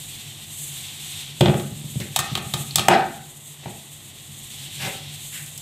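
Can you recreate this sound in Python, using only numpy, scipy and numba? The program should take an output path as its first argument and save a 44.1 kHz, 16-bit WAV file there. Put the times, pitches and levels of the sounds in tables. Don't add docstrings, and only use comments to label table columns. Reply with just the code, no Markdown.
import sys
import numpy as np
from scipy import signal
from scipy.fft import rfft, irfft
from scipy.io import wavfile
from scipy.ndimage import uniform_filter1d
from numba import njit

SR = 44100
rng = np.random.default_rng(int(sys.argv[2]) if len(sys.argv) > 2 else 0)


def pcm_store(signal):
    levels = np.round(np.clip(np.atleast_2d(signal), -1, 1) * 32767)
    wavfile.write(sys.argv[1], SR, levels.astype(np.int16).T)


N = 247613

# start_s, counter_db, cupboard_db, jar_db, wall_db, tick_db, lid_db
KNOCKS = [(1.4085, -8, -8, -14, -25, 0, -6), (1.4575, -14, -20, -17.5, -28.5, -22, -11.5),
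          (1.4827, -12.5, -20, -38, -30, -28, -18.5), (1.496, -19, -16.5, -23, -36, -25, -27),
          (1.5407, -20, -28, -36, -33, -20, -27), (1.5968, -24, -41, -54, -40, -18, -28),
          (2.001, -25.5, -33, -55, -53, -12, -26.5), (2.8838, -20, -7, 2, -10, 11, -3),
          (3.6575, -28.5, -34.5, -29.5, -45, -47, -39)]
# start_s, tick_db, lid_db, lid_pitch_hz, jar_db, wall_db, counter_db
CLINKS = [(2.161, 7.5, -10, 3480, -19, -26.5, -42), (2.1894, 5.5, -16, 3520, -41, -19.5, -29),
          (2.2015, -4, -22.5, 3930, -39, -34, -47), (2.3522, -5, -11.5, 3620, -34, -27, -28),
          (2.3741, -10, -21, 3240, -28, -29.5, -31), (2.5378, -0.5, -12.5, 3590, -28, -27.5, -25.5),
          (2.7082, -24.5, -25.5, 4080, -56, -68, -61), (2.7573, 15, -4, 3640, -24, -25, -27),
          (2.7831, -1.5, -14, 3970, -26, -21, -29), (2.7933, -1, -12.5, 3080, -27, -32.5, -24.5)]
# start_s, level_db
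THUMPS = [(1.715, -27), (1.843, -28.5), (1.9576, -19), (2.3163, -23), (2.458, -30.5), (2.5984, -31),
          (2.7312, -40), (3.7001, -34)]
# start_s, level_db
LONE_TICKS = [(5.4603, -14), (5.5767, -7.5)]

# pitch_hz, level_db, t60_s
COUNTER_MODES = [(89, -22, 0.51), (115, -16, .15), (140.3, 7, 0.089), (170, 0.5, 0.11), (215.8, -3, 0.1)]
CUPBOARD_MODES = [(189, -6.5, 0.09), (228, -3.5, 0.1), (291, 1.5, 0.017), (360.6, -4.5, 0.14),
                  (417.7, -3.5, 0.061), (497.3, -9.5, 0.12), (576, 1.5, 0.029), (645, -15, 0.048)]
JAR_MODES = [(675.6, -18, 0.3), (777, -17, 0.47), (839, -13, 0.44), (738, 6, 0.027), (918, 5, 0.024),
             (1010, 1.5, 0.019)]
WALL_MODES = [(1152, 0, 0.051), (1259, 2.5, 0.091), (1335, 5.5, 0.0094), (1496, -4.5, 0.028),
              (1847, -8.5, 0.18), (2583, -0.5, 0.13)]
SHOULDER_MODES = [(1518, 6, 0.012), (1620, 4.5, 0.021), (1947, 0.5, 0.035), (1930, -12, 0.027),
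                  (2082, -6.5, 0.063), (2334, 3, 0.018), (2607, 7, 0.018)]
LID_MODES = [(2740, -1.5, 0.0034), (3170, -6.5, 0.022), (3704, 5.5, 0.0055), (4104, -7, 0.012),
             (4380, -10, 0.01), (3540, -24, 0.04)]

# pitch_hz, relative_db
TICK_TONE = [(2350, -15), (4000, -13.5), (5030, -8.5), (5430, -3), (5900, -13), (6250, -1), (7240, -2.5),
             (7770, 3), (9600, -7), (13500, -7), (15700, -16), (16300, -37)]
# pitch_hz, gain_db
RIM_TONE = [(1200, -37), (2500, 0), (6000, 3), (9000, -16)]
# pitch_hz, relative_db
BUZZ_TONE = [(900, -26), (1500, 7), (2500, -5), (4000, -3), (6000, -16), (9000, -34)]

# peak_s, scrape_db, thud_db, rise_s, fall_s (rise and fall are Gaussian widths)
BRUSH_STROKES = [(2.011, -36, -45.5, 0.0049, 0.017), (3.64, -49.5, -49.5, 0.0085, 0.054),
                 (4.81, -36.5, -44, .01, 0.018), (4.847, -30, -33, 0.018, 0.018),
                 (4.875, -46, -35, 0.013, 0.027), (5.331, -38.5, -58, 0.0039, 0.055)]
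# pitch_hz, relative_db
SCRAPE_TONE = [(900, -20), (1400, -8.5), (1900, -0.5), (2630, 0.5), (4500, -8.5), (12400, -17),
               (15000, -18)]
# pitch_hz, relative_db
THUD_TONE = [(59, -37), (100, -4.5), (155, 2), (285, -12.5), (546, -8), (674, -14), (780, -4.5), (942, -15),
             (1500, -23)]

# pitch_hz, t60_s, level_db
KITCHEN_BANDS = [(135, 0.41, -8.5), (243.6, 0.57, -2), (485, 0.44, -1), (1060, 0.45, -3.5),
                 (1950, 0.41, -1), (4230, 0.24, -6.5), (8000, 0.3, -11.5), (14000, 0.56, -21)]

# time_s, stove_hiss_db, skin_and_cloth_rustle_db
AIR_LEVELS = [(0.0, -40, -43), (0.19, -39.5, -40.5), (0.37, -41.5, -44), (0.6, -40, -42.5),
              (0.76, -38.5, -38), (1.05, -39.5, -39), (1.21, -37.5, -35.5), (1.34, -43.5, -42),
              (1.8, -42, -45.5), (2.05, -40, -43), (2.3, -40.5, -36), (2.45, -39, -43), (2.74, -42, -41),
              (3.27, -47, -50.5), (3.6, -43, -48), (4.33, -43.5, -47.5), (4.55, -37.5, -41.5),
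              (4.8, -40, -37), (5.28, -40.5, -43), (5.61, -41.5, -45.5)]
# time_s, level_db
HUM_LEVELS = [(0.0, -42.5), (0.39, -44), (1.28, -44), (1.61, -37.5), (1.98, -41.5), (2.89, -36.5),
              (3.37, -48.5), (4.84, -41.5), (5.61, -46)]
# pitch_hz, relative_db
HISS_TONE = [(2650, -71), (4500, -78.5), (5740, -37.5), (6150, -2.5), (6810, 2), (8150, 6), (10100, -3.5),
             (12600, -2), (15000, -9), (16000, -46)]
RUSTLE_TONE = [(710, -10.5), (1200, -21), (1730, -13), (2200, -7.5), (2380, -6.5), (3100, 0), (3600, 2),
               (5000, -12), (6000, -10), (7800, -30), (13200, -120)]
HUM_TONE = [(15, -47), (25, -16), (48, -12.5), (64, -25), (83, -9.5), (102, 0.5), (118, -16.5), (129, -2),
            (145, 6.5), (161, -5), (173, -22.5), (211, -7.5), (244, -19), (300, -17.5), (390, -22),
            (660, -120)]
ROOM_TONE = [(150, -20.5), (250, -6), (436, -5), (476, -7), (748, -5.5), (938, -10), (1110, -8),
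             (1600, -19), (2000, -5), (2600, -47), (4400, -120)]

# center_hz, width_hz, direct_db, scattered_db (half of left minus right)
PORT_BANDS = [(1930, 640, -11.5, -10.5), (9890, 1600, -18, -11)]
# pitch_hz, relative_db
SELF_NOISE_TONE = [(60, 10), (130, -12), (300, -5), (700, -1.5), (1500, -9), (2000, -28)]

KNOCK_SHOULDER_DB, CLINK_SHOULDER_DB = 6, -1.5
CLINK_CUPBOARD_DB, THUMP_CUPBOARD_DB = -5, -21.5
KNOCK_LID_HZ = 3223
LID_REFERENCE_HZ = 3600
BUZZ_START_S, BUZZ_DB, BUZZ_RISE_S, BUZZ_FALL_S = 2.89, -21.5, 0.015, 0.065
ROOM_TONE_DB, SELF_NOISE_DB = -56, -77.5
LIMIT_DB, ATTACK_S, RELEASE_S = -3.5, 0.0014, 0.019
LOW_CUT_HZ, HIGH_CUT_HZ = 38, 15700


def blows():
    out = np.zeros(N + SR)
    for start_s, counter_db, cupboard_db, jar_db, wall_db, tick_db, lid_db in KNOCKS:
        stone = (COUNTER_MODES, counter_db), (CUPBOARD_MODES, cupboard_db)
        add(out, start_s, body(*stone, *glass(jar_db, wall_db, KNOCK_SHOULDER_DB)), 0)
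        add(out, start_s, tick(), tick_db)
        add(out, start_s, lid(KNOCK_LID_HZ), lid_db)
    for start_s, tick_db, lid_db, lid_hz, jar_db, wall_db, counter_db in CLINKS:
        stone = (COUNTER_MODES, counter_db), (CUPBOARD_MODES, counter_db + CLINK_CUPBOARD_DB)
        add(out, start_s, body(*stone, *glass(jar_db, wall_db, CLINK_SHOULDER_DB)), 0)
        add(out, start_s, tick(), tick_db)
        add(out, start_s, lid(lid_hz), lid_db)
    for start_s, level_db in THUMPS:
        add(out, start_s, body((COUNTER_MODES, 0), (CUPBOARD_MODES, THUMP_CUPBOARD_DB)), level_db)
    for start_s, level_db in LONE_TICKS:
        add(out, start_s, tick(), level_db)
    return signal.sosfilt(signal.butter(4, 78, "high", fs=SR, output="sos"), out[:N])


def glass(jar_db, wall_db, shoulder_db):
    return (JAR_MODES, jar_db), (WALL_MODES, wall_db), (SHOULDER_MODES, wall_db + shoulder_db)


def body(*parts):
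    t = np.arange(256) / SR
    push = t * np.exp(-t / 0.00008)
    ringing = sum(undb(level_db) * ring(modes, spread_db=0.7) for modes, level_db in parts)
    return np.convolve(ringing, push / push.sum())[:len(ringing)]


def ring(modes, spread_db, stretch=0.98):
    pitch_hz, level_db, t60_s = np.transpose(modes)[:, :, None]
    t = np.arange(SR // 2) / SR
    pitch_hz = stretch * pitch_hz * (1 + 0.0074 * rng.standard_normal(pitch_hz.shape))
    sign = (-1) ** np.arange(len(modes))[:, None]
    size = sign * undb(level_db + spread_db * rng.standard_normal((len(modes), 1)))
    decay = np.exp(-np.log(1000) * t / t60_s)
    return (size * decay * np.sin(2 * np.pi * pitch_hz * t)).sum(axis=0)


def tick():
    crack = shape(crunch(sharp_s=0.0033, rattle_s=0.0091, rattle_db=-7), TICK_TONE)[:1400]
    return crack / np.linalg.norm(crack)


def lid(pitch_hz):
    snap = shape(crunch(sharp_s=0.00017, rattle_s=0.003, rattle_db=-3), RIM_TONE)[:400]
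    return np.convolve(ring(LID_MODES, spread_db=2, stretch=pitch_hz / LID_REFERENCE_HZ), snap)


def crunch(sharp_s, rattle_s, rattle_db):
    t = np.arange(2048) / SR
    onset = 1 - np.exp(-t / 0.00025)
    decay = np.exp(-t / sharp_s) + undb(rattle_db) * np.exp(-t / rattle_s)
    spectrum = rfft(rng.standard_normal(len(t)) * onset * decay)
    return irfft(spectrum / uniform_filter1d(np.abs(spectrum), size=17))


def buzz():
    t = np.maximum(np.arange(N) / SR - BUZZ_START_S, 0)
    swell = (1 - np.exp(-t / BUZZ_RISE_S)) * np.exp(-t / BUZZ_FALL_S)
    return undb(BUZZ_DB + 2.8 * walk(200)) * swell * noise(BUZZ_TONE)


def brush():
    t = np.arange(N) / SR
    peak_s, scrape_db, thud_db, rise_s, fall_s = np.transpose(BRUSH_STROKES)[:, :, None]
    width_s = np.where(t < peak_s, rise_s, fall_s)
    stroke = np.exp(-0.5 * ((t - peak_s) / width_s) ** 2) * undb(0.92 * walk(150))
    scrape = (undb(scrape_db) * stroke).sum(axis=0) * noise(SCRAPE_TONE)
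    thud = (undb(thud_db) * stroke).sum(axis=0) * noise(THUD_TONE)
    return scrape + thud


def kitchen(x):
    t = np.arange(SR) / SR
    build_up = 1 - np.exp(-(t / 0.0046) ** 2)
    echo = 0
    for pitch_hz, t60_s, level_db in KITCHEN_BANDS:
        tail = rfft(rng.standard_normal(SR) * np.exp(-np.log(1000) * t / t60_s) * build_up)
        tail = irfft(tail / np.sqrt(uniform_filter1d(np.abs(tail) ** 2, size=40)))
        band = [(pitch_hz / 2, -40), (pitch_hz / 1.41, 0), (pitch_hz * 1.41, 0), (pitch_hz * 2, -40)]
        echo = echo + undb(level_db) * shape(tail, band)
    return x + convolve(x, echo[:SR * 3 // 4])


def background():
    hiss_db, rustle_db = curve(AIR_LEVELS)
    hum_db, = curve(HUM_LEVELS)
    flicker = walk(60)
    hiss = undb(hiss_db + flicker + 2 * walk(9)) * noise(HISS_TONE)
    rustle = undb(rustle_db + 0.51 * flicker + 0.57 * walk(50)) * noise(RUSTLE_TONE)
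    hum = undb(hum_db) * noise(HUM_TONE)
    return hiss + rustle + hum + undb(ROOM_TONE_DB) * noise(ROOM_TONE)


def undb(db):
    return 10 ** (np.asarray(db) / 20)


def add(out, start_s, sound, level_db):
    i = int(start_s * SR)
    out[i:i + len(sound)] += undb(level_db) * sound


def convolve(x, h):
    return signal.fftconvolve(x, h)[:N]


def shape(x, tone):
    pitch_hz, gain_db = np.transpose(tone)
    f = np.arange(1, len(x) // 2 + 2) * SR / len(x)
    weight_db = np.interp(np.log(f), np.log(pitch_hz), gain_db, -90, -90)
    return irfft(rfft(x) * undb(weight_db), len(x))


def noise(tone, size=N):
    x = shape(rng.standard_normal(size), tone)
    return x / x.std()


def walk(rate_hz):
    hold = int(SR / rate_hz)
    steps = np.repeat(rng.standard_normal(N // hold + 1), hold)
    return 1.8 * uniform_filter1d(uniform_filter1d(steps, hold), hold)[:N]


def curve(rows):
    time_s, *columns = np.vstack(rows).T
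    return [np.interp(np.arange(N) / SR, time_s, c) for c in columns]


def scene():
    mid = kitchen(blows() + brush() + buzz()) + background()
    scatter = rng.standard_normal(400) * np.exp(-np.arange(400) / 100)
    scattered = convolve(mid, scatter / np.linalg.norm(scatter))
    side = undb(SELF_NOISE_DB) * noise(SELF_NOISE_TONE)
    for k, (center_hz, width_hz, direct_db, scattered_db) in enumerate(PORT_BANDS):
        edges_hz = [center_hz - width_hz / 2, center_hz + width_hz / 2]
        band = signal.butter(2, edges_hz, "band", fs=SR, output="sos")
        difference = (-1) ** k * undb(direct_db) * mid + undb(scattered_db) * scattered
        side = side + signal.sosfiltfilt(band, difference)
    return np.array([mid + side, mid - side])


@njit
def limiter(x, top, release):
    gain, peak = np.ones(len(x)), 0.
    for i in range(len(x)):
        peak = max(x[i], peak * release)
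        if peak > top:
            gain[i] = top / peak
    return gain


def record(dry):
    gain = limiter(np.abs(dry).max(axis=0), undb(LIMIT_DB), np.exp(-1 / (RELEASE_S * SR)))
    keep = np.exp(-1 / (ATTACK_S * SR))
    late_gain = 1 + signal.lfilter([1 - keep], [1, -keep], gain - 1)
    low_cut = signal.butter(3, LOW_CUT_HZ, "high", fs=SR, output="sos")
    limited = signal.sosfilt(low_cut, dry * late_gain)
    high_cut = signal.ellip(12, 0.2, 100, HIGH_CUT_HZ, fs=SR, output="sos")
    return signal.sosfilt(high_cut, np.clip(limited, -1, 1))


dry = scene()
out = record(dry)
pcm_store(out)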